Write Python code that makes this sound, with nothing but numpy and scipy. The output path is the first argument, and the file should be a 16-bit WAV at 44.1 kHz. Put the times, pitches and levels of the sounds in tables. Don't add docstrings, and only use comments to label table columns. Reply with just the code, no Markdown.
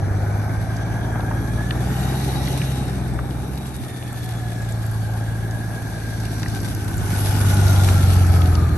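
import sys
import numpy as np
from scipy import signal
from scipy.fft import rfft, irfft, next_fast_len
from scipy.io import wavfile
from scipy.ndimage import uniform_filter1d

SR = 44100
rng = np.random.default_rng(int(sys.argv[2]) if len(sys.argv) > 2 else 0)


def generate_wav(sig):
    pcm = np.round(np.clip(np.atleast_2d(sig).T, -1, 1) * 32767).astype(np.int16)
    wavfile.write(sys.argv[1], SR, pcm)


def voltage_ratio(decibels):
    exponent = np.asarray(decibels, float) / 20
    return 10 ** exponent


N = 386757
STEP = 32

# (time [s], frequency of the strongest order [Hz])
ENGINE_SPEED = [(0.0, 97.3), (.65, 107.6), (1.0, 111.3), (1.25, 110), (1.5, 111.8), (2.0, 127.7),
                (2.3, 132.3), (2.6, 132.6), (3.18, 121.5), (3.6, 132.8), (4.0, 121.5), (4.3, 116.5),
                (5.0, 109), (5.63, 112.5), (6.4, 107.5), (7.6, 98), (8.3, 89), (8.77, 80.6)]
# (time [s], strongest order [dB], firing tone [dB], load on the engine [dB])
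PIPE_FACING = [(0.0, -21.5, -30, .6), (.35, -22, -37, -.6), (.8, -26, -34, -1.1), (1.5, -24.5, -28, 1.5),
               (2.8, -26, -27.5, 3), (3.4, -29.5, -29, 1.5), (3.75, -35, -37, -1.5), (4.0, -33, -52, -2.5),
               (4.4, -27, -37, -3.5), (5.0, -23.5, -36, -4.5), (5.45, -25, -36, -2.1),
               (5.85, -30.5, -38, -1.1), (6.25, -26, -33, -.4), (6.6, -28, -38, 2.1), (7.05, -24, -35, .6),
               (7.6, -14.5, -31, 2.5), (8.35, -13, -30, 2.5), (8.77, -18, -35, 3)]
# (time [s], nearness of the engine [dB], tyre scrub [dB], share of grit underfoot [dB])
BIKE_PATH = [(0.0, 1.5, -53, -7), (.7, .6, -49, -5), (1.2, 2.1, -51, -8), (1.7, 1.1, -46.5, -7),
             (2.05, 3.5, -40.5, -7), (2.65, .6, -41.5, -5), (3.15, -1.2, -50.5, -6), (4.05, -5, -48, -1.1),
             (4.5, -2.5, -48.5, -3), (5.45, -3, -48, -9), (6.3, -4, -46.5, -3), (6.6, -3, -45, 2.1),
             (6.95, -2.1, -44, -4), (7.2, 1.3, -36.5, -3), (7.65, 4.5, -36, -2.1), (7.95, 4, -36, -2.5),
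             (8.4, 2.5, -42, -2.1), (8.77, 1.5, -47, -7)]


def evened(x):
    return x / np.sqrt(np.mean(x ** 2) + 1e-20)


def read(points, hz):
    f, value = np.transpose(points)
    return np.interp(np.log(hz + 1), np.log(f + 1), value)


def curves(rows):
    s, *columns = np.transpose(rows)
    t = np.arange(N) / SR
    ease = round(.12 * SR)
    return [uniform_filter1d(np.interp(t, s, c), size=ease, mode="nearest") for c in columns]


def drift(hz, count):
    steps = rng.standard_normal((count, int(N / SR * 2 * hz) + 3))
    return signal.resample(steps, len(range(0, N, STEP)), axis=1)


def spread(slow):
    return signal.resample_poly(slow, STEP, 1, axis=-1, padtype="line")[..., :N]


def swell(t, start, end, ease):
    return (np.tanh((t - start) / ease) - np.tanh((t - end) / ease)) / 2


def follow(level_db, nearness, facing, load):
    main_db, _, load_db = curves(PIPE_FACING)
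    near_db = curves(BIKE_PATH)[0]
    usual_db = -25
    return level_db + nearness * near_db + facing * (main_db - usual_db) + load * load_db


def coloured(x, spectrum):
    size = next_fast_len(N)
    response = voltage_ratio(read(spectrum, np.fft.rfftfreq(size, 1 / SR)))
    return irfft(rfft(x, size) * response, size)[..., :N]


def patchy(spectrum, patch_db, flicker_db):
    hop, frame = 256, 512
    frames, hz = N // hop + 5, np.fft.rfftfreq(frame, 1 / SR)
    field = uniform_filter1d(rng.standard_normal((frames, len(hz))), size=8, axis=0)
    field = evened(uniform_filter1d(field, size=7, axis=1))
    flicker = evened(uniform_filter1d(rng.standard_normal(frames), size=3))
    bands = evened(uniform_filter1d(field, size=90, axis=0))
    parts = rng.standard_normal((frames, len(hz), 4)).T
    gain_db = patch_db * (.85 * field + .55 * bands).T + flicker_db * flicker
    z = (parts[:2] + 1j * parts[2:]) * voltage_ratio(gain_db)
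    noise = signal.istft(z, window="cosine", nperseg=frame, noverlap=frame - hop)[1][:, :N]
    return evened(coloured(noise, spectrum))


def resonate(x, hz, width):
    turn = np.exp(2j * np.pi * np.cumsum(hz) / SR)
    r = np.exp(-np.pi * width / SR)
    smooth = signal.lfilter([(1 - r) ** 2], [1, -2 * r, r * r], x * turn.conj())
    return 2 * (turn * smooth).real


def orders(table, turns, waver_db, wander):
    level, phase = drift(9, count=len(table)), drift(6, count=len(table))
    start = rng.random(len(table))
    total = 0
    for (twelfths, db), a, p, p0 in zip(table, level, phase, start):
        sine = np.sin(2 * np.pi * (twelfths * turns / 12 + p0) + wander * p)
        total = total + voltage_ratio(db + waver_db * a) * sine
    return np.sqrt(2) * total


def exhaust():
    # (twelfths of the strongest order [-], level [dB])
    bank_orders = [(9, 0), (13, -6.5), (15, -1.5), (18, 1.5), (21, -11.5), (24, -6), (30, -19)]
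    # (twelfths of the strongest order [-], level [dB])
    crank_orders = [(8, 0.5), (10, 1), (14, 0.5), (16, -5.5), (17, -7.5), (20, -6), (26, -11), (28, -13.5)]
    # (frequency [Hz], gain [dB])
    muffler = [(145, 0), (172, 2.5), (200, -1.5), (240, -0.5)]
    hz, main_db, firing_db, _ = (c[::STEP] for c in curves(ENGINE_SPEED) + curves(PIPE_FACING))
    turns = np.cumsum(hz) * STEP / SR
    t = np.arange(0, N, STEP) / SR
    main = voltage_ratio(main_db) * orders([(12, 0), (36, -36)], turns, waver_db=0.77, wander=0.055)
    firing = voltage_ratio(firing_db - 1.0) * orders([(6, 0)], turns, waver_db=1.5, wander=.15)
    bank_db = follow(level_db=-39, nearness=.2, facing=.75, load=.4)[::STEP]
    bank_db = bank_db + 4.5 * swell(t, 8.45, 9.5, .15)
    banks = voltage_ratio(bank_db) * orders(bank_orders, turns, waver_db=.8, wander=0.08)
    crank_db = follow(level_db=-40.5, nearness=.55, facing=.3, load=.7)[::STEP]
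    crank = voltage_ratio(crank_db) * orders(crank_orders, turns, waver_db=1.5, wander=.15)
    return coloured(spread(main + firing + banks + crank), muffler)


def whine_gains():
    # (which whine 0-3 [-], start [s], end [s], level over nearness [dB])
    whines = [(0, .25, 1.3, -44.5), (0, 1.3, 1.65, -43.5), (0, 1.65, 2.7, -52), (0, 3.9, 5.2, -45),
              (0, 5.2, 6.2, -40), (0, 6.2, 7.1, -42), (0, 7.1, 9.2, -42.5), (1, 1.0, 2.0, -59),
              (1, 2.0, 2.9, -48), (1, 2.9, 3.6, -55), (1, 3.6, 4.5, -50), (1, 7.1, 7.6, -56),
              (2, .5, .9, -54), (2, 1.6, 2.25, -48), (2, 2.25, 2.8, -49), (2, 4.15, 4.75, -47),
              (2, 5.7, 6.3, -50), (3, .9, 1.2, -52), (3, 7.2, 8.3, -44), (3, 8.3, 9.2, -46)]
    t = np.arange(0, N, STEP) / SR
    power = np.zeros((4, len(t)))
    for which, start, end, db in whines:
        power[int(which)] += voltage_ratio(db) ** 2 * swell(t, start, end, .08)
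    gains = np.sqrt(abs(power)) * voltage_ratio(1.1 * drift(7, count=4))
    return spread(gains) * voltage_ratio(curves(BIKE_PATH)[0])


def machinery():
    # (frequency [Hz], density [dB per Hz])
    rumble_spectrum = [(30, -38), (45, -12), (70, -10.5), (130, -8), (200, -5.5), (300, -8), (400, -12.5),
                       (520, -24.5), (900, -61)]
    # (frequency [Hz], density [dB per Hz])
    roar_spectrum = [(250, -10), (450, -6), (650, -0.5), (820, 1), (950, -7), (1300, -7.5), (1700, -7),
                     (2000, -17.5), (2400, -15.5), (2800, -51.5), (4000, -43)]
    # (which whine 0-3 [-], order [-], width [Hz], level [dB])
    gears = [(0, 14.7, 95, 1.34), (1, 29.3, 190, -0.5), (2, 6.35, 16, 2.5), (2, 5.9, 15, -1.5),
             (3, 8.5, 22.5, 0)]
    hz, whine = curves(ENGINE_SPEED)[0], whine_gains()
    since_firing = np.cumsum(hz / 2) / SR % 1
    puff = 1 + .5 * np.exp(-since_firing / 0.34)
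    rumble = evened(puff * patchy(rumble_spectrum, patch_db=0.58, flicker_db=0.44))
    rumble = rumble * voltage_ratio(follow(level_db=-32.3, nearness=.3, facing=.01, load=.95))
    roar = evened(puff * patchy(roar_spectrum, patch_db=1.42, flicker_db=0.56))
    roar = roar * voltage_ratio(follow(level_db=-35.5, nearness=.95, facing=.01, load=.05))
    air = puff * rng.standard_normal(N)
    mesh = 0
    for which, order, width, db in gears:
        fuzz = evened(resonate(air, order * hz, width))
        line = np.sin(2 * np.pi * order * np.cumsum(hz) / SR)
        mesh = mesh + whine[int(which)] * voltage_ratio(db) * (fuzz + 10 / width * line)
    return rumble + roar + mesh


def tyres():
    # (frequency [Hz], density [dB per Hz])
    hiss_spectrum = [(1200, -3), (2000, 0.5), (2800, 1), (3800, 2), (5000, -.4), (6000, .4), (7200, -3.5),
                     (9000, -1.5), (10200, 6), (11100, 5), (11800, -1), (12400, -10), (13200, -21),
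                     (14000, -60)]
    hiss_db, grit_db = curves(BIKE_PATH)[1:]
    clumps = spread(voltage_ratio(5.5 * drift(18, count=1)[0]))
    cracked = rng.random(N) < 350 * clumps / SR
    cracks = cracked * voltage_ratio(3.6 * np.minimum(rng.exponential(1, N), 4))
    decay = np.exp(-np.arange(600) / SR / 0.0021)
    power = abs(signal.oaconvolve(cracks ** 2, decay)[:N])
    grit = evened(coloured(rng.standard_normal((2, N)) * np.sqrt(power), hiss_spectrum))
    hiss = patchy(hiss_spectrum, patch_db=2.0, flicker_db=0.4)
    return voltage_ratio(hiss_db + 4.1) * (hiss + voltage_ratio(grit_db) * grit)


def hits(table):
    t = np.arange(2400) / SR
    out = np.zeros(N + len(t))
    for s, db, hz, ring, width in table:
        burst = resonate(rng.standard_normal(len(t)), hz + 0 * t, width)
        burst = burst * voltage_ratio(-60 * t / ring) * np.minimum(t / 0.00047, 1)
        out[round(s * SR):][:len(t)] += voltage_ratio(db - 2.5) * burst / abs(burst).max()
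    return out[:N]


def impacts():
    # (time [s], peak [dB], centre [Hz])
    stones = [(0.766, -25, 5780), (1.2062, -31, 3260), (1.475, -35, 4250), (2.4718, -22, 3870),
              (3.3077, -27, 3730), (3.5753, -25, 3780), (3.6556, -30, 3620), (3.7643, -30, 9500),
              (4.0257, -25, 2900), (4.1285, -28, 8180), (4.6174, -29, 6900), (4.7212, -25, 7810),
              (4.8643, -29, 8610), (5.5094, -27, 5600), (6.2013, -25, 5560), (6.2532, -24, 3500),
              (6.398, -25, 5630), (6.4298, -18.5, 4900), (6.4827, -23, 5700), (6.603, -24, 5730),
              (6.6473, -28, 5670), (6.7486, -24, 5530), (6.9795, -23, 7490), (7.6809, -18, 4100),
              (7.7613, -18, 2580), (7.887, -14, 2820), (8.418, -21, 2800), (8.4577, -21, 3470),
              (8.552, -17.5, 4290), (8.6901, -32, 3650)]
    # (time [s], peak [dB], centre [Hz])
    rattle = [
        (1.157, -15, 778),
        (1.194, -22, 754),
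        (1.234, -22, 608),
        (1.281, -24, 724),
        (1.311, -18, 1090),
    ]
    # (time [s], peak [dB])
    spits = [(3.0756, -35), (3.5799, -33), (3.7645, -31), (4.1287, -31), (4.2439, -33), (4.8645, -30),
             (4.9134, -31), (6.201, -34), (6.3975, -32), (6.616, -31), (6.7482, -27), (6.9692, -29),
             (7.1403, -28), (7.5444, -24), (7.71, -25), (8.0967, -29)]
    # (time [s], peak [dB], centre [Hz], ring [s], width [Hz])
    knocks = [(1.708, -17, 1800, 0.012, 600), (1.708, -12, 2600, 0.009, 1900), (2.477, -20, 1950, .02, 900),
              (2.616, -18, 2400, .02, 900), (3.189, -16.5, 1260, .035, 800), (6.431, -20, 1650, .035, 1100),
              (6.46, -17.5, 1700, .02, 600), (7.886, -17, 1500, .02, 900)]
    blows = [row + (.018, 2800) for row in stones]
    blows += [row + (.04, 600) for row in rattle]
    blows += [(s, db + 5, 11200, .014, 2600) for s, db in spits]
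    return hits(blows + knocks)


def radiators():
    # (start [s], end [s], level [dB])
    front = [
        (-.5, 1.4, -56),
        (5.8, 6.95, -52),
        (7.0, 7.6, -52),
    ]
    t = np.arange(N) / SR
    air = evened(resonate(rng.standard_normal(N), 5700 + 0 * t, 1300))
    breath = spread(voltage_ratio(1.5 * drift(8, count=1)[0]))
    return air * breath * sum(voltage_ratio(db) * swell(t, start, end, .15) for start, end, db in front)


def leaves():
    # (frequency [Hz], density [dB per Hz])
    rustle = [(4000, -30), (6500, -6), (8500, -3), (11000, 2.1), (12400, -4), (13200, -18), (14000, -60)]
    t = np.arange(N) / SR
    return voltage_ratio(-54.5) * swell(t, 3.4, 7.6, .25) * patchy(rustle, patch_db=2.5, flicker_db=1.2)


def wind():
    # (frequency [Hz], density [dB per Hz])
    buffeting = [(22, -30), (35, -10), (50, 1.5), (80, 2.5), (150, -10), (300, -35), (600, -90)]
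    gusts = spread(voltage_ratio(4.0 * drift(3, count=2)))
    return voltage_ratio(-36) * evened(coloured(gusts * rng.standard_normal((2, N)), buffeting))


def scene():
    return exhaust() + machinery() + tyres() + impacts() + radiators() + leaves() + wind_free_rest()


def wind_free_rest():
    return 0


def at_ports(dry):
    # (frequency [Hz], likeness 0-1 [-])
    likeness = [(100, 1), (430, 0.91), (560, 0.54), (800, 0.64), (1100, 0.083), (1600, 0.65), (2300, 0.63),
                (2700, 0.12), (3000, 0.73), (4000, 0.19), (5800, 0.27), (7600, 0.17), (8400, .4),
                (8750, .97), (9400, .8), (9800, 1), (10400, 1), (11100, .88), (11700, 1), (12300, 1),
                    (12700, .2)]
    # (frequency [Hz], left minus right [dB])
    balance = [(400, 0), (600, 2.5), (1500, 3), (2100, -6.5), (2650, -0.5), (3000, -3.5), (3400, 8.5),
               (4500, 3.5), (5400, 2.5), (6000, -0.5), (7300, -0.5), (8500, 0.5), (9600, .8)]
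    # (frequency [Hz], lead [half turns])
    lead = [(50, .04), (150, .085), (300, .1), (500, .2), (1500, 0), (2100, 0), (2600, .33), (3300, .9),
            (3900, 1.1), (4600, 2.3), (5800, 4), (7000, 4.6), (8700, 4), (9750, 3), (10420, 3), (11700, 2)]
    size = next_fast_len(N)
    hz = np.fft.rfftfreq(size, 1 / SR)
    direct, scattered = rfft(dry, size)
    same = np.clip(read(likeness, hz), 0, 1)
    right = same * direct + np.sqrt(1 - same ** 2) * 1j * scattered
    right = right * np.exp(-1j * np.pi * read(lead, hz))
    tilt = voltage_ratio(read(balance, hz) / 2)
    return irfft(np.array([direct * tilt, right / tilt]), size)[:, :N]


def thinned(ports):
    # (frequency [Hz], level [dB])
    faintest = [(2500, -84), (9000, -84), (9800, -80), (12000, -78), (13300, -77), (13800, -62)]
    pair = np.array([ports[0] + ports[1], ports[0] - ports[1]]) / 2
    hz, _, z = signal.stft(pair, SR, nperseg=1024)
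    band_db = 10 * np.log10(uniform_filter1d(abs(z) ** 2, size=9, axis=1) + 1e-20)
    jitter_db = 2.5 * np.repeat(rng.standard_normal(N // 1024 + 2), 2)[:z.shape[-1]]
    kept = (band_db > read(faintest, hz)[:, None] + jitter_db) | (hz < 2500)[:, None]
    both, apart = signal.istft(z * kept, SR, nperseg=1024)[1][:, :N]
    return np.array([both + apart, both - apart])


def top_cut(x):
    return signal.sosfilt(signal.butter(12, 13280, fs=SR, output="sos"), x)


def record(dry):
    finished = thinned(at_ports(dry) + wind())
    return top_cut(finished)


dry = scene()
out = record(dry)
generate_wav(out)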